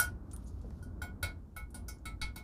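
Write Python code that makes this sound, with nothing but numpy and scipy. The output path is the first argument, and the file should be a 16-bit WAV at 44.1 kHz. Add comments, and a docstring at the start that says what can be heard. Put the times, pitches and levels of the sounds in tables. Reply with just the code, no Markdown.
"""A thin steel tool taps a large porous rock on a workbench in a small workshop.
A strong tap opens over low room rumble and hiss: filtered noise cracks, decaying sines knock, clink and ring.
From 0.25 s a glove and watch strap rustle: grained noise under short band-noise ticks.
From 0.83 s nine more taps follow to 2.36 s, with two faint ticks among them.
Grit, knock, rings and ticks also feed a noise-like room tail."""
import sys
import numpy as np
from scipy import signal
from scipy.fft import rfft, irfft
from scipy.io import wavfile
from scipy.ndimage import uniform_filter1d

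SR = 44100
rng = np.random.default_rng(int(sys.argv[2]) if len(sys.argv) > 2 else 0)


def voltage_ratio(level):
    """Linear amplitude factor for a level in decibels (scalar or array-like)."""
    return 10 ** (np.asarray(level, float) / 20)


def wrap_up_sound(samples):
    """Save the sound to the file named by the first command line argument, as 16-bit audio."""
    columns = np.atleast_2d(samples).T
    # keep every value between -1 and 1, then stretch to whole-number steps
    tamed = np.clip(columns, -1, 1)
    steps = np.round(tamed * 32767).astype(np.int16)
    wavfile.write(sys.argv[1], SR, steps)


N = 107383

# taps: start_s, crack_db, rock_db, tool_low_db, tool_high_db, rock_tilt_db_per_octave,
# crack_tilt_db_per_octave, thud_db, knock_db, grit_peak_hz, grit_peak_db; dB before direct and room gains
TAPS = [(-0.004, -31.5, -45, -24, -35.5, -11, 2, -64, -46, 5940, 2),
        (0.825, -62.5, -95, -56, -76, -28, 4, -70, -69, 5300, 5),
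        (1.017, -50.5, -51, -36.5, -51.5, -1, -4, -41, -54, 4380, 7),
        (1.227, -41, -37.5, -33, -45.5, 2, -3, -36, -48.5, 3920, 9.5),
        (1.563, -47, -48.5, -45.5, -63, -8.5, -4, -70.5, -56, 11340, 11.5),
        (1.743, -50, -65.5, -53, -56, 11, 1, -83, -56.5, 9500, 4),
        (1.882, -48, -55.5, -52.5, -53, -5, 4, -71, -63, 5840, 14),
        (2.054, -48, -44.5, -50.5, -57, -2, -4, -68, -61, 8100, 9.5),
        (2.214, -43, -39.5, -41, -62, 5.5, -3, -62, -57, 4070, 7.5),
        (2.359, -47, -52.5, -49, -52, 6.5, -4, -66, -61.5, 7210, 5)]
# tilt of the tool's high modes, one per tap: tilt_db_per_octave
TOOL_HIGH_TILT = [17, 0, -7, 5, 22, -4, -4, -6, -11, 4]

# grit crack spectrum, before tilt and peak: freq_hz, density_db_per_hz
CRACK_SPECTRUM = [(400, -13), (1200, -10.5), (2600, -13.5), (3600, -10), (5000, -3), (7000, -8.5),
                  (9800, 2.5), (11500, -5.5), (14000, -17.5), (15000, -18), (15800, -56)]
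CRACK_RISE_S, CRACK_T60_S, CRUMBLE_DB, CRUMBLE_T60_S = 0.0026, 0.03, -13, 0.14
GRIT_PEAK_OCTAVES = 0.31  # half-width at 1/e of the dB hump

# stony knock mode frequencies: mode_hz
KNOCK_HZ = [560, 700, 860, 1020]
# stony knock modes: relative_db, t60_s, rise_s
KNOCK_MODES = [(-6.5, .05, 0.0019), (-1, 0.055, 0.0024), (-0.5, 0.043, .002), (-6.5, 0.033, .002)]
# rock mode frequencies: mode_hz
ROCK_HZ = [1314, 2031, 2196, 2262, 2416, 2632, 3090, 3159, 3340, 3600, 3846, 4112, 4441, 4630, 4722, 5044,
           5502, 6305]
# rock modes, before tilt: relative_db, t60_s, rise_s
ROCK_MODES = [(-4, .3, 0.0021), (-9, .2, 0.0046), (8, 0.21, 0.016), (-10, 0.186, 0.014), (-8, .2, 0.0089),
              (-8.5, 0.13, .008), (-21.5, 0.23, .005), (-17.5, 0.161, .005), (-12.5, 0.19, 0.0019),
              (-14, 0.14, 0.0018), (-2.5, 0.11, 0.0029), (-14.5, 0.26, 0.0093), (-3.5, 0.1, 0.0047),
              (-18.5, 0.14, 0.0058), (-15, 0.14, .005), (-19.5, 0.085, .002), (-16.5, .08, 0.0026),
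              (-20.5, 0.067, .002)]
# tool low mode frequencies: mode_hz
TOOL_LOW_HZ = [1454, 1456, 1426, 3160]
# tool low modes: relative_db, t60_s, rise_s
TOOL_LOW_MODES = [(4, 0.08, 0.0016), (-6, 0.32, .004), (-9.5, 0.066, .002), (-20.5, 0.21, 0.0012)]
# tool high mode frequencies: mode_hz
TOOL_HIGH_HZ = [5658, 7461, 9911, 9800, 13630, 13670]
# tool high modes, before tilt: relative_db, t60_s, rise_s
TOOL_HIGH_MODES = [(-11, 0.051, 0.00063), (-12, 0.13, .001), (-1, 0.142, 0.00076), (-1.5, .07, .001),
                   (0, .11, .001), (-8, 0.079, .001)]
# bench mode frequencies: mode_hz
BENCH_HZ = [84, 250]
# bench modes: relative_db, t60_s, rise_s
BENCH_MODES = [(4.5, .3, .003), (-30, .12, 0.0053)]
FLUTTER_RMS_DB = 4
DROP_AT_S, DROP_DB, DROP_WIDTH_S = 0.105, -13, 0.008  # low rings, time from the blow

# room decay: freq_hz, t60_s
ROOM_T60 = [(300, 0.32), (1500, 0.3), (4000, 0.18), (9000, 0.12), (15000, 0.083)]
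ROOM_BUILD_S = 0.0021
NOISY_DIRECT_DB, NOISY_ROOM_DB = 5, 7
HIGH_ROOM_DB, RING_ROOM_DB, RUSTLE_ROOM_DB = -2, -13, -8

# rumble resonances: centre_hz, width_hz (full, at -6 dB), relative_db
RUMBLE_HUMPS = [(55.1, 14, 3.5), (80, 27, 0), (40, 20, -12.5), (111, 35, -11.5)]
# rumble level: time_s, level_db
RUMBLE_LEVEL = [(0.0, -35.5), (0.21, -47.5), (0.83, -42), (1.19, -47.5), (1.24, -42), (1.53, -54),
                (1.64, -44), (1.71, -55), (1.75, -43), (2.03, -50), (2.08, -45.5), (2.43, -47)]
# dull hiss spectrum: freq_hz, density_db_per_hz
DULL_SPECTRUM = [(100, -32), (140, -8.5), (185, -5.5), (264, -7.5), (300, -11), (490, -22), (750, -27),
                 (1100, -30), (1500, -34), (1750, -46.5), (2500, -56)]
# dull hiss level, before DULL_GAIN_DB: time_s, level_db
DULL_LEVEL = [(0.0, -53.5), (0.47, -57), (0.64, -56.5), (0.8, -56), (1.19, -55.5), (1.38, -59.5),
              (1.63, -65), (1.74, -57.5), (2.43, -61)]
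DULL_GAIN_DB = 3.0
# faint bright hiss spectrum: freq_hz, density_db_per_hz
BRIGHT_SPECTRUM = [(1500, -7.5), (2500, -10), (5200, -11), (10000, -12.5), (14900, -14)]
BRIGHT_DB = -82.5

# sleeve and glove friction: time_s, level_db
FRICTION_LEVEL = [(0.25, -89), (0.358, -77), (0.538, -81.5), (0.776, -77.5), (1.0, -100)]
# friction spectrum: freq_hz, density_db_per_hz
FRICTION_SPECTRUM = [(1180, -36.5), (2000, -11), (5080, -6), (6700, -8.5), (7660, -15), (10200, -10),
                     (14900, -19.5)]
# ticks and rustles of glove, strap and grit:
# start_s, level_db, centre_hz, width_hz (full, at -6 dB), rise_s, t60_s
RUSTLES = [(.3125, -56.5, 7000, 4700, 0.00088, 0.052), (.331, -53.5, 9200, 8700, 0.0015, 0.026),
           (0.333, -47, 9550, 486, 0.0026, 0.066), (0.3638, -40.5, 11000, 5600, .0002, 0.0046),
           (.44, -66.5, 9700, 1500, 0.0011, 0.072), (.455, -65, 6700, 1190, 0.022, 0.11),
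           (.46, -71, 4680, 1480, 0.023, 0.15), (.465, -67, 9600, 2980, .015, .1),
           (.33, -63, 1130, 506, 0.0046, 0.34), (.614, -67.5, 6700, 6000, 0.00093, 0.048),
           (.638, -49.5, 384, 347, 0.0052, 0.12), (0.7069, -53.5, 880, 1180, 0.0015, 0.01),
           (0.7058, -60, 6000, 7000, 0.00032, 0.0065), (1.705, -61.5, 9750, 3440, 0.00037, .06),
           (1.985, -69.5, 6600, 2500, 0.00067, 0.039)]


def evened(x):
    """Scales to rms 1."""
    return x / np.sqrt(np.mean(x ** 2) + 1e-20)


def read(points, hz):
    """Reads a spectrum table on a log-frequency axis."""
    f, value = np.transpose(points)
    return np.interp(np.log(hz + 1), np.log(f + 1), value)


def octaves(hz, ref_hz):
    """Distance from ref_hz in octaves, safe at 0 Hz."""
    return np.log2((hz + 1) / ref_hz)


def level(curve):
    """Gain over time; -120 dB outside a curve that starts after 0.1 s or ends before 2 s."""
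    s, db = np.transpose(curve)
    before_db = -120 if s[0] > 0.1 else db[0]
    after_db = -120 if s[-1] < 2 else db[-1]
    return voltage_ratio(np.interp(np.arange(N) / SR, s, db, left=before_db, right=after_db))


def add(mix, start_s, sound):
    """Mixes a sound in at a time; what lies before zero is lost."""
    at = round(start_s * SR)
    part, sound = mix[max(at, 0):], sound[max(-at, 0):]
    part[:len(sound)] += sound[:len(part)]


def noise(size, colour_db):
    """Noise of rms 1 whose spectrum is shaped by colour_db(hz)."""
    spectrum = rfft(rng.standard_normal(size))
    gain = voltage_ratio(colour_db(np.fft.rfftfreq(size, 1 / SR)))
    return evened(irfft(spectrum * gain, size))


def ring(mode_hz, modes, t, tilt_db=0., pivot_hz=2196):
    """Sine modes struck at once, each with its own rise and exponential decay."""
    hz = np.array(mode_hz)[:, None]
    db, t60_s, rise_s = np.transpose(modes)[:, :, None]
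    decay = voltage_ratio(db + tilt_db * np.log2(hz / pivot_hz) - 60 * t / t60_s)
    wave = np.sin(2 * np.pi * (hz * t + rng.random(hz.shape)))  # random phases
    return ((1 - np.exp(-t / rise_s)) * decay * wave).sum(0)


def room(x):
    """Tail of sparse random impulses, each band dying at its own speed; tail energy 1."""
    size = SR // 2
    impulses, at = np.zeros(size), np.arange(40, size - 20, 20)
    impulses[at + rng.integers(0, 20, len(at))] = rng.choice([-1., 1.], len(at))
    impulses *= 1 - np.exp(-np.arange(size) / SR / ROOM_BUILD_S)
    hz, t, z = signal.stft(impulses, SR, nperseg=256)
    decay = voltage_ratio(-60 * t / read(ROOM_T60, hz)[:, None])
    tail = signal.istft(z * decay, SR, nperseg=256)[1]
    return signal.fftconvolve(x, tail / np.linalg.norm(tail))[:len(x)]


def grit(t, tilt_db, peak_hz, peak_db):
    """Grit cracks and crumbles: shaped noise with a fast and a slow decay."""
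    def colour_db(hz):
        hump_db = peak_db * np.exp(-(octaves(hz, peak_hz) / GRIT_PEAK_OCTAVES) ** 2)
        return read(CRACK_SPECTRUM, hz) + tilt_db * octaves(hz, 4000) + hump_db

    crack = voltage_ratio(-60 * t / CRACK_T60_S)
    crumble = voltage_ratio(CRUMBLE_DB - 60 * t / CRUMBLE_T60_S)
    return noise(len(t), colour_db) * np.minimum(t / CRACK_RISE_S, 1) * (crack + crumble)


def low_rings(t, rock_db, rock_tilt_db, tool_db):
    """Rock and low tool modes with their room tail, dropping sharply around DROP_AT_S."""
    rings = voltage_ratio(rock_db) * ring(ROCK_HZ, ROCK_MODES, t, rock_tilt_db)
    rings += voltage_ratio(tool_db) * ring(TOOL_LOW_HZ, TOOL_LOW_MODES, t)
    drop = voltage_ratio(DROP_DB / (1 + np.exp((DROP_AT_S - t) / DROP_WIDTH_S)))
    return (rings + voltage_ratio(RING_ROOM_DB) * room(rings)) * drop


def high_ring(t, db, tilt_db):
    """High tool modes whose common level flutters at random."""
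    wander = uniform_filter1d(rng.standard_normal(len(t)), size=150)
    flutter_db = FLUTTER_RMS_DB * evened(uniform_filter1d(wander, size=150))
    return voltage_ratio(db + flutter_db) * ring(TOOL_HIGH_HZ, TOOL_HIGH_MODES, t, tilt_db, 9911)


def tap(crack_db, rock_db, low_db, high_db, rock_tilt_db, crack_tilt_db,
        thud_db, knock_db, peak_hz, peak_db, high_tilt_db):
    """One blow: grit cracks, stone knocks, rock and tool ring, bench thuds."""
    t = np.arange(16384) / SR
    noisy = voltage_ratio(crack_db) * grit(t, crack_tilt_db, peak_hz, peak_db)
    noisy += voltage_ratio(knock_db) * ring(KNOCK_HZ, KNOCK_MODES, t)
    rings = low_rings(t, rock_db, rock_tilt_db, low_db)
    high = high_ring(t, high_db, high_tilt_db)
    thud = voltage_ratio(thud_db) * ring(BENCH_HZ, BENCH_MODES, t)
    tail = room(voltage_ratio(NOISY_ROOM_DB) * noisy + voltage_ratio(HIGH_ROOM_DB) * high)
    return voltage_ratio(NOISY_DIRECT_DB) * noisy + tail + high + rings + thud


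def rumble():
    """Low room rumble: noise in a few broad resonances."""
    def colour_db(hz):
        power = sum(voltage_ratio(db) ** 2 / (1 + (2 * (hz - centre_hz) / width_hz) ** 2) ** 2
                    for centre_hz, width_hz, db in RUMBLE_HUMPS)
        return 10 * np.log10(power)

    return level(RUMBLE_LEVEL) * noise(N, colour_db)


def hiss():
    """A dull band of noise with a moving level, and a faint steady bright one."""
    dull = noise(N, lambda hz: read(DULL_SPECTRUM, hz) - 40 * ((hz < 110) | (hz > 2500)))
    bright = noise(N, lambda hz: read(BRIGHT_SPECTRUM, hz) - 40 * (hz < 1500))
    return level(DULL_LEVEL) * voltage_ratio(DULL_GAIN_DB) * dull + voltage_ratio(BRIGHT_DB) * bright


def friction():
    """Cloth and glove brush softly: noise in uneven grains."""
    grains = voltage_ratio(2 * evened(uniform_filter1d(rng.standard_normal(N), size=300)))  # 2 dB rms
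    brush = noise(N, lambda hz: read(FRICTION_SPECTRUM, hz) - 60 * (hz < 1500))
    return level(FRICTION_LEVEL) * evened(grains * brush)


def rustle(db, centre_hz, width_hz, rise_s, t60_s):
    """A short burst of noise in one band: linear rise, exponential decay."""
    t = np.arange(8192) / SR
    burst = noise(len(t), lambda hz: -20 * np.log10(1 + (2 * (hz - centre_hz) / width_hz) ** 2))
    return burst * np.minimum(t / rise_s, 1) * voltage_ratio(db - 60 * np.maximum(t - rise_s, 0) / t60_s)


def scene():
    """Taps and rustles in the room, over rumble, hiss and friction."""
    taps, small = np.zeros(N), np.zeros(N)
    for (start_s, *settings), high_tilt_db in zip(TAPS, TOOL_HIGH_TILT):
        add(taps, start_s, tap(*settings, high_tilt_db))
    for start_s, *settings in RUSTLES:
        add(small, start_s, rustle(*settings))
    small_in_room = small + voltage_ratio(RUSTLE_ROOM_DB) * room(small)
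    return (taps + rumble() + hiss() + friction() + small_in_room)[None]


def low_pass(x):
    """Removes everything above the highest recorded frequency."""
    return signal.sosfilt(signal.butter(12, 15030, fs=SR, output="sos"), x)


def record(dry):
    """Returns the finished mix as recorded."""
    return low_pass(dry)


dry = scene()
out = record(dry)
wrap_up_sound(out)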